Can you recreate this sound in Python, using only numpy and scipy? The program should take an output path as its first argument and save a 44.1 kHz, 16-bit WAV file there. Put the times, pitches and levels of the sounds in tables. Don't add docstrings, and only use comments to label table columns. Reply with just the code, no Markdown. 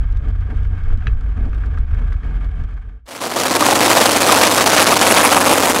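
import sys
import numpy as np
from scipy import signal
from scipy.fft import rfft, irfft, next_fast_len
from scipy.io import wavfile
from scipy.ndimage import map_coordinates

SR = 44100
rng = np.random.default_rng(int(sys.argv[2]) if len(sys.argv) > 2 else 0)


def undo_db(level):
    steps = np.asarray(level, float) / 20
    return 10 ** steps


def transcribe(u):
    v = np.clip(np.atleast_2d(u).T, -1, 1)
    q = np.round(v * 32767).astype(np.int16)
    wavfile.write(sys.argv[1], SR, q)


N = 255780

# start_s, level_db
STACK_LEVEL = [(3.055, -57), (3.09, -35.5), (3.16, -29), (3.19, -31), (3.22, -22.5), (3.34, -23.5),
               (3.37, -16), (3.49, -17.5), (3.6, -14.5), (3.9, -11.5), (4.1, -13), (5.2, -8.5), (5.8, -14)]
# level_db, phase_turns
STACK_PARTIALS = [(0, 0), (-4.5, 0), (-13, .3), (-14, .6), (-14, .1), (-15, .8), (-12, .4), (-13, .2)]
PARTIAL_STEPS = [0, -3, -6, -4, -2, -1, -8, 3]
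# start_s, pitch_hz
STACK_NOTE = [
    (3.05, 106.5),
    (3.8, 107),
    (4.05, 105),
    (4.3, 105.7),
    (5.1, 107.3),
    (5.4, 97.82),
    (5.55, 97.4),
    (5.68, 91.53),
    (5.8, 92.1),
]
# start_s, count_throbs
THROBS = [(3.05, .16), (3.25, 4.16), (3.85, 16.19), (4.0, 19.17), (4.3, 25.04), (4.9, 37.02), (5.2, 43.12),
          (5.5, 49.11), (5.8, 54.12)]
# start_s, level_db
RASP_THROUGH = [(3.06, 6.5), (3.3, 7), (3.45, 5), (3.65, 3), (3.95, -4.5), (4.2, -0.5), (4.4, 6), (4.6, -5),
                (4.9, 11), (5.18, 12.5), (5.3, 19), (5.45, 2.5), (5.8, -2.5)]
# frequency_hz, density_db_per_hz
RASP_SPECTRUM = [(150, -27), (300, -8.5), (600, -6), (1100, -4), (1700, -6), (2600, -1.5), (4200, -31.5),
                 (7000, -11.5), (11000, -4.5), (15800, -27)]
# frequency_hz, density_db_per_hz
ROAR_SPECTRUM = [(60, -20), (130, 0), (300, -2), (600, -11), (1500, -22), (5000, -32), (12000, -40)]
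# frequency_hz, gain_db
MIC_RESPONSE = [(20, 37), (50, 20), (100, 6.5), (180, 6.5), (270, 9.5), (400, 3), (540, 8.5), (680, 7),
                (1100, 6.5), (2000, 1), (10000, -3.5), (15800, -10.5)]
# start_s, peak_db, ring_hz
BARK_EVENTS = [(3.209, -21.5, 1110), (3.372, -15, 1150), (3.62, 4, 1177), (3.683, -1.5, 788),
               (3.721, -2, 806), (3.773, -2.5, 880), (3.81, -6.5, 830), (3.904, -3, 956), (3.989, 4, 802),
               (4.05, -8.5, 717), (4.151, -0.5, 692), (4.291, 2.5, 1217), (4.325, -0.5, 1027),
               (4.377, -2, 900), (4.584, 4.5, 1220), (4.666, -5, 834), (4.924, 0, 1200), (4.959, -6.5, 980),
               (5.245, -11, 910), (5.307, -10, 1062), (5.348, -9, 710), (5.37, -3, 1172),
               (5.42, -2.5, 1020), (5.47, -5.5, 1080), (5.498, -8, 810), (5.588, -3.5, 914),
               (5.684, -5, 855), (5.764, -1, 882)]
# start_s, peak_db
CRACK_EVENTS = [(3.0624, -26), (3.1717, -29), (3.2096, -23), (3.3613, -14), (3.4151, -16), (3.8082, 2),
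                (3.9044, -11.5), (4.024, -1.5), (4.0507, -10.5), (4.2717, -16), (4.322, -1), (4.4323, 9),
                (4.5256, -2.5), (4.584, 1.5), (4.678, 2.5), (4.7157, 6), (4.7721, 9.5), (4.8648, 2.5),
                (5.0125, 1.5), (5.1602, 10.5), (5.1687, -4), (5.2594, -12.5), (5.3148, 7.5), (5.5228, -12)]
# start_s, firing_hz, half_step_note_hz, firing_db
IDLE_COURSE = [(0.0, 41.2, 57.3, -19.5), (0.3, 40.7, 59.3, -15.5), (0.6, 41.46, 59.3, -20.5),
               (0.8, 43.1, 62, -21), (0.95, 40.1, 57.5, -23), (1.04, 48, 60.05, -22.5),
               (1.15, 52.8, 56.2, -15), (1.27, 48.1, 55.5, -16.5), (1.45, 48.65, 57.46, -20),
               (1.66, 53.15, 58.05, -13), (1.8, 48, 59.5, -17), (1.9, 44, 68.7, -19),
               (1.97, 39.6, 69.9, -15.5), (2.14, 39.4, 63.3, -19), (2.3, 43.73, 62.5, -17.5),
               (2.63, 47.14, 65.14, -20.5), (2.78, 44.7, 60.8, -17), (3.07, 46.2, 56.5, -21)]
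# centre_s, note_loss_db, half_step_loss_db, octave_loss_db
WEAK_FIRINGS = [(.1, 0, 3, 7), (.23, 16, 5, 15), (.36, 8, 2, 0), (.51, 7, 3, 10), (0.622, -3, 0, 1.5),
                (.79, 22, -3, -2), (.89, -7, 10, 6), (1.01, 10, -4, 1.5), (1.17, 14, 6, 3),
                (1.31, 0, 17, 8), (1.499, 5, 13, 4), (1.57, 1, 8, 3), (1.63, 1.5, 1, 1),
                (1.729, 27, -1, -2), (1.87, 14, 7, 7), (2.0, -1.5, 1, 12), (2.22, 12, 18, 11),
                (2.31, 2, 10, 10), (2.4, 0.5, 18, 7), (2.541, 3, 8, 8), (2.6, 9, -2, -3), (2.7, 6, 19, 10),
                (2.8, 4, 10, 3), (2.88, -1, -3, 0)]
# centre_s, half_width_s, level_db
FRAME_HEAVES = [(.08, 0.095, -21), (.56, 0.066, -27), (.8, 0.082, -22), (.93, 0.066, -16.5),
                (1.16, 0.061, -18.5), (1.46, 0.041, -14.5), (1.79, 0.06, -21), (1.96, 0.049, -26),
                (2.32, 0.051, -28), (2.6, 0.056, -25.5), (2.88, 0.067, -36)]
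# start_s, length_s, strength_db
IDLE_SURGES = [(0, 0.045, 6), (0.222, 0.087, 5), (0.477, 0.16, 6.5), (.75, 0.2, 5), (1.015, 0.091, 6),
               (1.36, .12, 6), (1.528, 0.16, 5), (1.719, 0.08, 5), (1.896, 0.249, 5), (2.23, 0.24, 6.5),
               (2.555, 0.084, 5.5), (2.722, 0.071, 2), (2.834, 0.14, 5)]
# frequency_hz, density_db_per_hz
THUMP_SPECTRUM = [(7.1, -33.5), (12, -6), (32, 0.5), (54, -9.5), (96, -14), (119, -10), (200, -26),
                  (260, -63), (440, -120)]
# frequency_hz, width_hz, gain_db
PANEL_MODES = [(743, 30, -1.5), (1177, 147, -2), (1620, 153, -0.5), (2214, 104, -5.5), (2485, 190, -12),
               (3190, 250, -13), (3740, 150, -20)]
# frequency_hz, density_db_per_hz
DRONE_SPECTRUM = [(100, -31), (170, -6.5), (210, -2.5), (248, -1.5), (382, -14.5), (404, -14.5),
                  (445, -5.5), (494, -18.5), (690, -17), (839, -28), (900, -16.5), (1170, -46.5),
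                  (1980, -120)]
# frequency_hz, density_db_per_hz
AIR_SPECTRUM = [(500, -20), (900, -15), (1600, -14), (2300, -21.5), (3500, -26.5), (4900, -30), (5600, -33),
                (8000, -36.5), (12000, -46.5), (13000, -62.5), (15000, -101.5)]
# start_s, peak_db, brightness_db
CLACK_EVENTS = [(0.423, -37, -27), (0.9024, -36, -27), (1.0215, -36, -24), (1.069, -27, -5.5),
                (1.0782, -38, -11), (1.5297, -33, -24), (1.6357, -31, -26), (1.7734, -28, -28),
                (1.9866, -39.5, -19), (2.121, -29.5, -26), (2.232, -34, -30), (2.7754, -33, -33)]
# start_s, peak_db
TICK_EVENTS = [(0.0014, -54), (0.1241, -42.5), (0.171, -43), (0.2843, -44), (0.3052, -51), (0.3601, -53),
               (0.4065, -50), (0.569, -46), (0.632, -46), (0.6709, -49), (0.8365, -46), (0.8846, -47),
               (0.9737, -43), (1.0864, -51), (1.1164, -52), (1.1459, -56), (1.2087, -45), (1.2864, -53),
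               (1.4546, -46), (1.493, -49), (1.546, -46), (1.5802, -47), (1.6597, -43), (1.785, -43),
               (1.945, -48), (2.1287, -41.5), (2.2666, -50), (2.4442, -44), (2.6367, -46), (2.7392, -48)]
# frequency_hz, width_hz, gain_db
TRIM_MODES = [(1670, 83, 2.5), (2560, 170, 5.5), (3250, 200, -5), (3900, 110, -9.5), (4860, 130, -21.5),
              (5900, 130, -15)]
# start_s, peak_db, ring_hz
THUD_EVENTS = [
    (.972, -21.5, 230),
    (1.064, -11.5, 115),
]

CAM_SWING_DB, CAM_OPEN_TURNS = 2.5, 0.55
PIN_DB, PIN_SHARP, PIN_TURNS = 6.5, 12, -0.012
PUFF_DB = 1.35
SHADE_S, SHADE_RISE_S, SHADE_DEPTH, SHADE_HZ = 5.22, 0.15, 0.32, 4600
STUMBLE_S = 0.023
HALF_DB, UPPER_DB, HUM_DB, PANEL_DB, DRONE_DB = -15, -22, -42, -49, -46
SURGE_RISE_S = 0.03
PANELS_FOLLOW, HUM_FOLLOWS = 0.73, 0.65
CAB_FADE_S, CAB_END_S, FADE_POWER = 0.52, 3.13, 1.76
TOP_HZ = 15780


def stacks():
    level_db, = curves(STACK_LEVEL)
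    turns = np.cumsum(curves(STACK_NOTE)[0]) / SR
    cam = curves(THROBS)[0] / 3
    through_db = rasp_through(cam)
    overload_db = np.clip(13 - 0.5 * through_db, 8, 19)
    shared = undo_db(overload_db) * (exhaust_bass(turns, cam) + undo_db(-6) * noise(ROAR_SPECTRUM))
    skew = undo_db(-16.0) * np.gradient(shared) * SR / 670 + undo_db(-19.5) * shared
    apart = skew + rasp(through_db) + undo_db(-3.5 - level_db) * barks() + undo_db(3.5 - level_db) * cracks()
    heard = np.clip(shared + apart, -1, 1) - np.clip(shared - apart, -1, 1)
    puffs = undo_db(PUFF_DB * (wobble(170) + wobble(450)))
    heard = 0.23 * unit(filtered(heard * puffs, microphone))
    shade = SHADE_DEPTH * np.clip((np.arange(N) / SR - SHADE_S) / SHADE_RISE_S, 0, 1)
    heard = heard - shade * filtered(heard, resonances([(SHADE_HZ, 3500, 0)]))
    limited = heard / (1 + np.abs(heard) ** 12) ** (1 / 12)
    return undo_db(np.minimum(level_db + 12.5, 0.7)) * limited * (np.arange(N) > 3.056 * SR)


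def rasp_through(cam):
    swing_db = CAM_SWING_DB * np.cos(2 * np.pi * (cam - CAM_OPEN_TURNS))
    pinned = np.exp(PIN_SHARP * (np.cos(2 * np.pi * (cam - PIN_TURNS)) - 1))
    return curves(RASP_THROUGH)[0] + swing_db - PIN_DB * pinned


def exhaust_bass(turns, cam):
    bass = 0
    for step, (db, phase) in zip(PARTIAL_STEPS, STACK_PARTIALS):
        bass = bass + undo_db(db + 1.5 * wobble(12)) * np.sin(2 * np.pi * (turns + step * cam + phase))
    return bass


def rasp(through_db):
    crackle = undo_db(2 * wobble(9) + 3.5 * wobble(45) + 4 * wobble(150) + 3 * wobble(700))
    return 0.5 * unit(crackle * noise(RASP_SPECTRUM)) * undo_db(0.5 * through_db)


def barks():
    t, out = np.arange(SR // 25) / SR, np.zeros(N + SR)
    for s, db, ring_hz in BARK_EVENTS:
        swell = np.sin(np.pi * np.clip(t / 0.011, 0, 1)) ** 0.67
        ring = np.sin(2 * np.pi * (ring_hz * t + rng.random()))
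        out[round(s * SR):][:len(t)] += undo_db(db) * swell * ring
    return out[:N]


def cracks():
    spits = bursts(CRACK_EVENTS, t60=0.15, attack=0.0015)
    return filtered(spits, lambda hz: hz / (hz + 1200) / (1 + (hz / 4200) ** 2))


def microphone(hz):
    return undo_db(along(MIC_RESPONSE, hz)) * -hz * hz / (230 ** 2 - hz * hz + 1j * hz * 230 * 1.46)


def boom():
    firing_hz, half_hz, firing_db = curves(IDLE_COURSE)
    weak = np.array(WEAK_FIRINGS)
    note_loss, half_loss, upper_loss = bells(weak[:, 0], STUMBLE_S, np.abs(weak[:, 1:]))
    t = np.arange(N) / SR
    note = np.sqrt(2) * np.sin(2 * np.pi * (np.cumsum(firing_hz) / SR + 0.14 * wobble(4.14)))
    half = np.sqrt(2) * np.sin(2 * np.pi * (np.cumsum(half_hz) / SR + 0.079 * wobble(9.9)))
    half *= undo_db(HALF_DB - half_loss - 7 + 2.0 * wobble(9))
    thump = undo_db(firing_db - note_loss - 7) * noise(THUMP_SPECTRUM, 29, 56)
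    hum = noise([(100, 2), (125, 0.5), (180, -6)], 101, 180)
    hum *= undo_db(HUM_DB + HUM_FOLLOWS * surge() + 3.0)
    octave = np.sqrt(2) * np.sin(2 * np.pi * (89 * t + 0.04 * wobble(9)))
    steady = np.clip((1.05 - t) / 0.22, 0.1, 0.9)
    upper = np.sqrt(steady) * octave + np.sqrt(1 - steady) * noise(THUMP_SPECTRUM, 70, 101)
    upper *= undo_db(UPPER_DB - upper_loss - 3.1 * (1 - steady))
    return undo_db(firing_db - note_loss) * note + half + thump + hum + upper + frame_shake()


def frame_shake():
    s, width, heave_db = np.transpose(FRAME_HEAVES)
    t = np.arange(N) / SR
    shake = np.sin(2 * np.pi * (22 * t + 0.15 * wobble(5))) + 0.5 * noise(THUMP_SPECTRUM, 15, 30)
    heave = bells(s, width, undo_db(heave_db + 1.5))[0] + undo_db(-41)
    return heave * shake


def surge():
    t = np.arange(N) / SR
    total_db = 0
    for s, length, db in IDLE_SURGES:
        inside_s = np.minimum(t - s, s + length - t)
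        total_db = total_db + db * np.clip(inside_s / SURGE_RISE_S + 0.5, 0, 1)
    return total_db


def rattle():
    surge_db = surge()
    panel_db, drone_db = PANEL_DB + PANELS_FOLLOW * surge_db, DRONE_DB + surge_db
    flutter = undo_db(1.1 * wobble(40.34) + 2.0 * wobble(120))
    ring = unit(filtered(rng.standard_normal(N) * flutter, resonances(PANEL_MODES)))
    ring = filtered(ring, lambda hz: 1 / (1 + (hz / 4000) ** 4))
    fizz = unit(noise(AIR_SPECTRUM, 500) * flutter)
    drone = unit(noise(DRONE_SPECTRUM, 170, 950) * undo_db(2.94 * wobble(24.97)))
    return undo_db(panel_db) * (undo_db(1.0) * ring + undo_db(-8.0) * fizz) + undo_db(drone_db + 1.25) * drone


def clacks():
    dull = bursts([(s, db + 9.5) for s, db, _ in CLACK_EVENTS], t60=0.025, attack=0.00092)
    bright = bursts([(s, db + bright_db + 7) for s, db, bright_db in CLACK_EVENTS], t60=0.013, attack=0.00055)
    thin = bursts([(s, db + 8.0) for s, db in TICK_EVENTS], t60=0.013, attack=0.0013)
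    knocks = filtered(dull, resonances([(1200, 230, 7.5), (1670, 390, 2.5), (2240, 230, -9)]))
    knocks += undo_db(17.5) * filtered(bright, resonances(TRIM_MODES))
    knocks = filtered(knocks, lambda hz: 1 / (1 + 1j * hz / 6500 - (hz / 6500) ** 2) ** 4)
    tick_tone = [(1500, -25.5), (3000, 4.5), (6000, -6), (10000, -16.0), (12500, -18.5), (15000, -50)]
    return knocks + filtered(thin, lambda hz: undo_db(along(tick_tone, hz)))


def thuds():
    t = np.arange(N) / SR
    out = np.zeros(N)
    for s, db, ring_hz in THUD_EVENTS:
        cycles = np.clip(t - s, 0, 1) * ring_hz
        out += undo_db(db - 4 * cycles) * np.clip(cycles / 1.5, 0, 1) * np.sin(2 * np.pi * cycles)
    return out


def bursts(events, t60, attack):
    t, out = np.arange(SR // 20) / SR, np.zeros(N + SR)
    decay = undo_db(-60 * t / t60) + 0.11 * undo_db(-15 * t / t60)
    shape = decay * np.clip(t / attack, 0, 1)
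    for s, db in events:
        out[round(s * SR):][:len(t)] += undo_db(db) * shape * rng.standard_normal(len(t))
    return out[:N]


def bells(centres_s, widths_s, heights):
    t = np.arange(0, N, 64) / SR
    bumps = np.exp(-0.5 * ((t[:, None] - np.asarray(centres_s)) / widths_s) ** 2) @ np.asarray(heights)
    return np.array([np.interp(np.arange(N) / SR, t, b) for b in np.atleast_2d(bumps.T)])


def resonances(peaks):
    def response(hz):
        total = 0
        for k, (centre, width, db) in enumerate(peaks):
            damping = 1j * hz * width
            total = total + (-1) ** k * undo_db(db) * damping / (centre * centre - hz * hz + damping)
        return total
    return response


def noise(spectrum, lo_hz=0, hi_hz=22000):
    def response(hz):
        return undo_db(along(spectrum, hz)) * (hz > lo_hz) * (hz < hi_hz)
    return unit(filtered(rng.standard_normal(N), response))


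def filtered(x, response):
    m = next_fast_len(N + SR // 2)
    return irfft(rfft(x, m) * response(np.fft.rfftfreq(m, 1 / SR)), m)[..., :N]


def wobble(rate):
    knots = rng.standard_normal(int(N * 900 / SR) + 4)
    return map_coordinates(knots, [np.arange(N) * min(rate, 900) / SR])


def curves(rows):
    s, *cols = np.transpose(rows)
    return [np.interp(np.arange(N) / SR, s, c) for c in cols]


def along(points, hz):
    f, v = np.transpose(points)
    return np.interp(np.log(hz + 1), np.log(f + 1), v)


def unit(x):
    return x / np.sqrt(np.mean(x ** 2) + 1e-20)


def scene():
    fade = np.clip((CAB_END_S - np.arange(N) / SR) / CAB_FADE_S, 0, 1) ** FADE_POWER
    cab = boom() + rattle() + clacks() + thuds()
    return (cab * fade + stacks())[None]


def roll_off(x):
    return signal.sosfilt(signal.butter(12, 15850, fs=SR, output="sos"), x)


def record(dry):
    mix = filtered(dry, lambda hz: np.clip((TOP_HZ - hz) / 100 + 1, 0, 1))
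    return roll_off(mix)


dry = scene()
out = record(dry)
transcribe(out)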